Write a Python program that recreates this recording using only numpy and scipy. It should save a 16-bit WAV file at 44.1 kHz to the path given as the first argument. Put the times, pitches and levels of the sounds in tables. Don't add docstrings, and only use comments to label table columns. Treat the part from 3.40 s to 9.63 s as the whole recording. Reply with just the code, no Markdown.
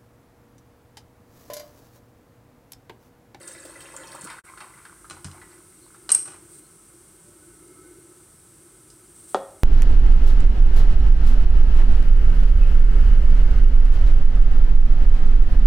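import sys
import numpy as np
from scipy import signal
from scipy.fft import rfft, irfft
from scipy.io import wavfile
from scipy.ndimage import uniform_filter1d, minimum_filter1d

SR = 44100
rng = np.random.default_rng(int(sys.argv[2]) if len(sys.argv) > 2 else 0)


def transcribe(u):
    v = np.clip(np.atleast_2d(u).T, -1, 1)
    q = np.round(v * 32767).astype(np.int16)
    wavfile.write(sys.argv[1], SR, q)


N = 274919
T = np.arange(N) / SR
HIT_T = T[:SR * 3 // 5]


def amp(db):
    return 10 ** (np.asarray(db) / 20)


def unit(x):
    return x / np.sqrt(np.mean(x ** 2))


def steady(x, until):
    return unit(x) * np.sqrt(until / T[-1])


def peak(x):
    return x / np.abs(x).max()


def fade(t60):
    return np.exp(-np.log(1000) * HIT_T / t60)


def add(out, s, x):
    i = max(int(s * SR), 0)
    out[i:i + len(x)] += x[:max(N - i, 0)]


def walk(rate_hz):
    k = int(SR / rate_hz)
    steps = np.repeat(rng.standard_normal(N // k + 1), k)
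    return np.sqrt(2) * uniform_filter1d(uniform_filter1d(steps, k), k)[:N]


def colour(x, points):
    hz, db = np.transpose(points)
    size = 4096
    grid = np.maximum(np.fft.rfftfreq(size, 1 / SR), 1)
    cepstrum = irfft(np.log(amp(np.interp(np.log(grid), np.log(hz), db))))
    cepstrum[1:size // 2] *= 2
    cepstrum[size // 2 + 1:] = 0
    return signal.fftconvolve(x, irfft(np.exp(rfft(cepstrum))))[:len(x)]


def resonate(x, peaks):
    out = 0
    for hz, width, db in peaks:
        b, a = signal.iirpeak(hz, hz / (width * np.pi / 2), fs=SR)
        out = out + amp(db) * signal.lfilter(b, a, signal.lfilter(b, a, x))
    return out


def ring(modes, scatter_db=0):
    chance = rng.standard_normal((len(modes), 2))
    return peak(sum(np.sign(side) * amp(db + scatter_db * share)
                    * np.sin(2 * np.pi * hz * HIT_T) * fade(t60)
                    for (hz, db, t60), (side, share) in zip(modes, chance)))


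def crack(spectrum, t60, chatter_db):
    push = amp(chatter_db) * rng.standard_normal(len(HIT_T)) * fade(t60)
    push[0] += 1
    return peak(colour(push, spectrum))


def bubble(hz, cycles, glide, rise_cycles=1.24):
    life = cycles / hz * SR
    age = np.arange(int(life) + 2) / life
    pinch = 1 - np.exp(-(age * cycles / (rise_cycles * np.sqrt(hz / 3000))) ** 2)
    return pinch * np.sin(2 * np.pi * cycles * age * (1 + glide * age / 2)) * np.exp(-np.log(1000) * age)


def swarm(count, low_hz, high_hz, cycles, glide, spread_db, until):
    out = np.zeros(N)
    for when, size, strength, life in rng.random((count, 4)):
        hz = low_hz * (high_hz / low_hz) ** size
        gain = amp(-spread_db * np.log(max(1 - strength, .04))) * hz / high_hz
        add(out, when * until, gain * bubble(hz, cycles * (.5 + life), glide))
    return out


# time in seconds, relative levels of large bubbles and of spray in dB.
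POUR = [(0, -59, -45.5), (.2, -62, -46.5), (.32, -56, -49.5), (.46, -52, -49), (.56, -48, -52),
        (.82, -47.5, -51), (.97, -47.5, -58), (1.039, -60, -80)]
# time in seconds, level in dB.
GURGLE = [(0, -55), (.38, -53.5), (.55, -50), (.78, -50.5), (1.04, -69)]
# frequency in Hz, bandwidth in Hz, gain in dB.
AIR_COLUMN = [(324, 56, -4), (546, 63, -1.5), (1420.3, 70, -13), (1700, 97, -4.5), (1947, 79, -7),
              (2565, 76, -10), (3090, 56, -20)]
# frequency in Hz, gain in dB.
BUBBLE_COLOUR = [(150, -21), (450, -11), (700, -7), (1000, 1), (1450, -1.5), (1800, -14), (2100, -4),
                 (2800, -19), (5000, -40)]
SPRAY_COLOUR = [(1500, -14), (2800, -14.5), (4500, -9.5), (7000, -10), (8500, 2.5), (9400, -4),
                (11000, -16.5), (15500, -15)]
SPLASH_COLOUR = [(200, -14), (600, -16.5), (950, 1), (1500, 1), (2300, -5.5), (3200, -11.5), (5000, -12),
                 (7000, -22.5), (8600, -4), (11000, -24), (15500, -32)]
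def stream(bubble_db=-5, spray_db=-4, splash_db=-5):
    s, large_db, fine_db = np.transpose(POUR)
    end = s[-1]
    large_gain, fine_gain = amp(np.interp(T, s, large_db)), amp(np.interp(T, s, fine_db))
    large = swarm(count=600, low_hz=402, high_hz=3330, cycles=31, glide=.049, spread_db=6, until=end)
    fine = swarm(count=850, low_hz=2397, high_hz=12000, cycles=160, glide=.097, spread_db=3.5, until=end)
    splash = swarm(count=2800, low_hz=498, high_hz=14600, cycles=19, glide=.12, spread_db=2.5, until=end)
    churn = swarm(count=850, low_hz=203, high_hz=4070, cycles=6.4, glide=.1, spread_db=4, until=end)
    out = amp(bubble_db) * large_gain * steady(colour(large, BUBBLE_COLOUR), end)
    out += amp(spray_db) * fine_gain * steady(colour(fine, SPRAY_COLOUR), end)
    out += amp(splash_db) * np.sqrt(large_gain * fine_gain) * steady(colour(splash, SPLASH_COLOUR), end)
    churn_db = np.interp(T, *np.transpose(GURGLE))
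    return out + amp(churn_db) * steady(resonate(churn, AIR_COLUMN), end)


# frequency in Hz, bandwidth in Hz, gain in dB.
JAR_MODES = [(1060, 63, -11), (1457, 210, -8.5), (1988, 74, -1), (2690, 140, -5), (3153, 88, 3),
             (3700, 100, -1), (4370, 130, 0), (5540, 81, 2.5), (6640, 83, 0)]
def jar(x):
    return x + resonate(x, JAR_MODES)


def kitchen(x, wet_db, t60_low=0.55, t60_high=0.43, gap_s=0.0032):
    noise = rng.standard_normal(len(HIT_T))
    low = signal.sosfilt(signal.butter(2, 2000, fs=SR, output="sos"), noise)
    high = signal.sosfilt(signal.butter(2, 2000, "high", fs=SR, output="sos"), noise)
    tail = (low * fade(t60_low) - high * fade(t60_high)) * np.clip(HIT_T / gap_s - 1, 0, 1)
    return x + amp(wet_db) * signal.fftconvolve(x, tail / np.linalg.norm(tail))[:N]


# frequency in Hz, gain in dB.
HISS = [(2940, -42), (5000, -17.5), (5800, -10.5), (6940, -12), (8090, 0), (9000, 2), (11200, -13.5),
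        (13200, -13.5), (14900, -18.5), (15800, -21)]
RUMBLE = [(30, -47), (47, 9.5), (65, -3.5), (90, 0), (150, 1), (240, -8), (400, -7.5), (700, -16),
          (1100, -14), (1500, -14), (1900, -20.5), (3200, -22), (5000, -22.5), (6000, -42)]
# frequency in Hz, bandwidth in Hz, gain in dB.
DRONE = [(318.7, 11.7, -0.5), (345.4, 36.4, 3.5), (1310, 26, -7), (1507, 16, -10), (2136, 50, -16)]
def background(hiss_db=-54, rumble_db=-57.5, drone_db=-57.5, waver_db=2.36):
    hiss, rumble, drone = rng.standard_normal((3, N))
    return (amp(hiss_db) * unit(colour(hiss, HISS))
            + amp(rumble_db) * unit(colour(rumble, RUMBLE))
            + amp(drone_db + waver_db * walk(5.4)) * unit(resonate(drone, DRONE)))


JET_END_S = .86
# start in seconds, relative bubble level in dB, bubble pitch in Hz,
# relative splatter level in dB.
DROPS = [(.077, -22, 8200, -41), (.116, -27.5, 8560, -46), (0.15, -33, 2010, -59), (.251, -32, 570, -42.5),
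         (.356, -33.5, 1940, -60), (0.405, -35.5, 3050, -43.5), (.456, -34, 2590, -63),
         (.539, -31, 920, -48), (0.565, -21, 8360, -47), (.635, -35, 3260, -64), (.672, -32.5, 5700, -52),
         (.718, -33, 4480, -43.5), (.749, -31, 770, -41.5), (.811, -21.5, 9000, -43.5),
         (.835, -31.5, 185, -47), (.85, -32.5, 330, -60), (.843, -21.5, 8530, -42), (.872, -33, 1310, -48),
         (.901, -43, 1300, -40.5), (.984, -30.5, 1390, -56), (1.175, -40, 1400, -49),
         (1.205, -33, 1040, -45), (1.453, -35, 1580, -48.5), (1.644, -32, 1210, -63),
         (1.768, -35, 910, -65), (2.0155, -35, 1900, -54), (2.545, -39, 1340, -59), (2.942, -38, 1000, -55)]
def drops(cycles=26, glide=0.11, bubble_db=-3, satellite_db=-10, scatter_s=0.0097):
    out = np.zeros(N)
    for s, db, hz, splatter_db in DROPS:
        life = cycles * np.sqrt(hz / 1500)
        add(out, s, amp(db + bubble_db) * bubble(hz, life, glide))
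        for delay, size in rng.random((5, 2)):
            satellite = bubble(hz * 2 ** (0.74 * (size - .5)), life, glide)
            add(out, s + scatter_s * delay, amp(db + satellite_db) * satellite)
        if s < JET_END_S:
            add(out, s, amp(splatter_db + 7) * crack(SPRAY_COLOUR, t60=0.12, chatter_db=2))
        else:
            add(out, s, amp(splatter_db + 15) * crack(SPLASH_COLOUR, t60=0.13, chatter_db=-19))
    return out


# crest time in seconds, relative levels of bubbles and spray in dB.
SLOSHES = [(.9, -49, -45), (1.09, -48.5, -57), (1.23, -44, -52), (1.385, -51, -56), (1.465, -57.5, -66),
           (1.745, -49.5, -59), (1.955, -49.5, -57), (2.125, -53, -54)]
def sloshing(lap_db=-4, spray_db=-3, rise_s=0.025, t60=0.29, ripple_db=-62, fall_db_per_s=2.5):
    end = 2.6
    laps = swarm(count=1600, low_hz=400, high_hz=3500, cycles=15, glide=.08, spread_db=4.5, until=end)
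    spray = swarm(count=4000, low_hz=1200, high_hz=13000, cycles=16, glide=.1, spread_db=3.5, until=end)
    ripples = swarm(count=90, low_hz=800, high_hz=2800, cycles=7, glide=.1, spread_db=3.5, until=end)
    laps, ripples = (steady(colour(x, BUBBLE_COLOUR), end) for x in (laps, ripples))
    spray = steady(colour(spray, SPLASH_COLOUR), end)
    out = ripples * amp(ripple_db - fall_db_per_s * (T - JET_END_S)) * (T > JET_END_S)
    for crest, bubbles_db, fine_db in SLOSHES:
        swell = np.exp(-np.maximum((crest - T) / rise_s, 0) ** 2)
        decay = np.exp(-np.log(1000) * np.maximum(T - crest, 0) / t60)
        out += swell * decay * (amp(bubbles_db + lap_db) * laps + amp(fine_db + spray_db) * spray)
    return out


# frequency in Hz, relative level in dB, t60 in seconds.
JUG_MODES = [(1196, 1.5, 0.028), (1477, 2, 0.048), (1610, -11, 0.058), (2010, -9, 0.042), (2530, -4, 0.05),
             (2914, -2.5, 0.05), (3740, -5.5, 0.012), (4080, 2, 0.038), (5050, -1, 0.038), (5880, 0, 0.034),
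             (7400, 5, 0.019), (8800, 11, 0.021)]
# frequency in Hz, gain in dB.
TAP_COLOUR = [(70, -32), (200, -1.5), (600, -1.5), (900, 1), (1500, -0.5), (2000, -4), (2800, -4),
              (3800, -7.5), (5200, -1), (7000, -3), (8800, 1.5), (11000, -20), (15500, -47)]
def tap(bright_db, ring_db=1, crack_db=-5):
    wall = amp(ring_db) * ring(JUG_MODES, scatter_db=2.5)
    contact = amp(crack_db) * crack(TAP_COLOUR, t60=0.16, chatter_db=-12.5)
    return peak(colour(wall + contact, [(1500, 0), (5000, bright_db)]))


# start in seconds, peak in dB, treble gain in dB, counter thump in dB.
TAPS = [(1.699, -26.5, -0.5, -62), (1.709, -25.5, -5, -42.5), (1.845, -25, -0.5, -30.5),
        (1.914, -36, -1, -63), (2.692, -16, 3, -65), (2.703, -17, 3, -62), (5.502, -35.5, 33, -84)]
# frequency in Hz, relative level in dB, t60 in seconds.
COUNTER_MODES = [(91.6, -2, 0.26), (141.7, -2, 0.24), (185, -4.5, 0.17), (265, -5.5, 0.078)]
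def bumps(contacts):
    out = np.zeros(N)
    for s, db, bright_db, thump_db in contacts:
        add(out, s, amp(db) * tap(bright_db))
        add(out, s + 0.0034, amp(thump_db) * ring(COUNTER_MODES))
    return out


# start and end in seconds, frequency and bandwidth in Hz, top level in dB.
TONES = [(2.394, 2.5, 4300, 350, -63.5), (3.08, 3.24, 4130, 91, -71), (3.228, 3.285, 4180, 80, -64.5),
         (3.714, 4.24, 586, 9.5, -68), (3.893, 4.248, 1490, 14, -67.5)]
def tones():
    noise = rng.standard_normal(N)
    out = np.zeros(N)
    for start, end, hz, width, db in TONES:
        swell = np.interp(T, [start, (start + end) / 2, end], [0, 1, 0])
        out += amp(db) * swell * unit(resonate(noise, [(hz, width, 0)]))
    return out


# start in seconds, relative level in dB, t60 of the chatter in seconds.
CLINKS = [(2.7179, 8.5, 0.018), (2.7478, 5, 0.014)]
# frequency in Hz, relative level in dB, t60 in seconds before any added damping.
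CONTACT_MODES = [(8410, 4, 0.05), (8800, 4, 0.04), (9400, -2, 0.053)]
GLASS_MODES = [(1561, -23, .2), (2433, -26, .5), (2846, -15, .2), (4237, -18, .2), (5030, -14, .25),
               (5394, -20, .4), (5841, -19, .45), (6315, -16, .33), (6540, -12, .35), (8070, -9, .4),
               (8175, -9, .35), (8376, -1, .35), (8450, 0, .33), (8614, -1, .27), (8723, -2, .33),
               (8947, -7, .27), (9275, -3, .27), (9344, -5, .25), (9975, -14, .3), (10060, -19, .35),
               (11380, -21, .25), (12400, -19, .24), (12700, -22, .22)]
# frequency in Hz, gain in dB.
CLINK_COLOUR = [(70, -60), (200, -39), (1000, -38), (3800, -35.5), (5200, -17), (7300, -19.5), (8000, -8),
                (8500, 2), (9200, -29), (9800, -13), (11500, -23), (15500, -43)]
def clinks(ring_db=-25.5, burst_db=1, crack_db=-5, wall_db=-27):
    out = np.zeros(N)
    for s, db, t60 in CLINKS:
        burst = amp(burst_db) * ring(CONTACT_MODES) * fade(3 * t60)
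        body = amp(ring_db) * ring(GLASS_MODES) + amp(wall_db) * tap(bright_db=0.5)
        contact = amp(crack_db) * crack(CLINK_COLOUR, t60, chatter_db=1)
        add(out, s, amp(db) * (burst + contact + body))
    return out


def rattle(start_s=2.858, gap_s=0.015, count=7, first_db=-32.5, loss_db=2, bright_db=-7.5, thump_db=-21):
    k = np.arange(count)
    times = start_s + gap_s * (k + .2 * rng.standard_normal(count) * (k > 0))
    return [(s, db, bright_db, db + thump_db) for s, db in zip(times, first_db - loss_db * k)]


# start, crest and end in seconds, level in dB.
SLIDES = [(3.01, 3.187, 3.22, -47), (5.666, 5.914, 5.97, -47)]
# frequency in Hz, gain in dB.
SLIDE_COLOUR = [(2500, -26), (5000, -22.5), (7000, -20), (8600, 1), (10500, -21), (15500, -25)]
def slides(grain_db=2):
    swell = sum(amp(db) * np.interp(T, [start, top, end], [0, 1, 0]) for start, top, end, db in SLIDES)
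    hiss = colour(rng.standard_normal(N), SLIDE_COLOUR)
    return swell * unit(hiss * amp(grain_db * walk(70)))


# frequency in Hz, relative level in dB, t60 in seconds.
WORKTOP_MODES = [(200, -17, 0.18), (310, -11, 0.2), (387.5, 4, 0.095), (467, -1, 0.085), (511, -14.5, 0.47),
                 (546, -7, 0.4), (576, -6.5, 0.39), (645, -10, 0.4), (728, 2.5, 0.075), (840, -7, 0.051),
                 (946, -21, 0.18), (1130, -20, 0.15), (1244, -3, 0.09), (1307, -7, 0.06), (1640, -29, 0.1),
                 (1884, -11, 0.069), (2440, -27, 0.096), (3380, -17.5, .1)]
# frequency in Hz, gain in dB.
KNOCK_COLOUR = [(90, -40), (190, -7.5), (400, -4.5), (750, 4), (1350, -6.5), (1900, -23.5), (3500, -22),
                (6500, -29.5), (8600, -29), (11000, -46), (15500, -58)]
def knock(start_s=5.9458, level_db=-8, ring_db=-5):
    board = amp(ring_db) * ring(WORKTOP_MODES)
    blow = crack(KNOCK_COLOUR, t60=0.14, chatter_db=-29.5)
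    out = np.zeros(N)
    add(out, start_s, amp(level_db) * (board - blow))
    return out


def scene():
    water = kitchen(jar(stream() + sloshing() + drops()), wet_db=-7)
    handling = kitchen(bumps(list(TAPS) + rattle()), wet_db=-10.5)
    handling += kitchen(clinks(), wet_db=-16)
    handling += kitchen(knock(), wet_db=-13)
    mono = water + handling + slides() + tones() + background()
    return np.array([mono, mono])


# time in seconds, gain as an amplitude ratio.
DIP = [(.99, 1), (1.01, .15), (1.021, .004), (1.037, .004), (1.048, 1)]
def record(dry, ceiling=.73, bottom_hz=42, top_hz=15850):
    thin = signal.sosfilt(signal.butter(6, bottom_hz, "high", fs=SR, output="sos"), dry)
    gain = np.minimum(1, ceiling / (np.abs(thin).max(axis=0) + 1e-9))
    gain = uniform_filter1d(minimum_filter1d(gain, size=45), size=45)
    held = thin * gain * np.interp(T, *np.transpose(DIP))
    return signal.sosfilt(signal.ellip(10, .2, 70, top_hz, fs=SR, output="sos"), held)


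dry = scene()
out = record(dry)
transcribe(out)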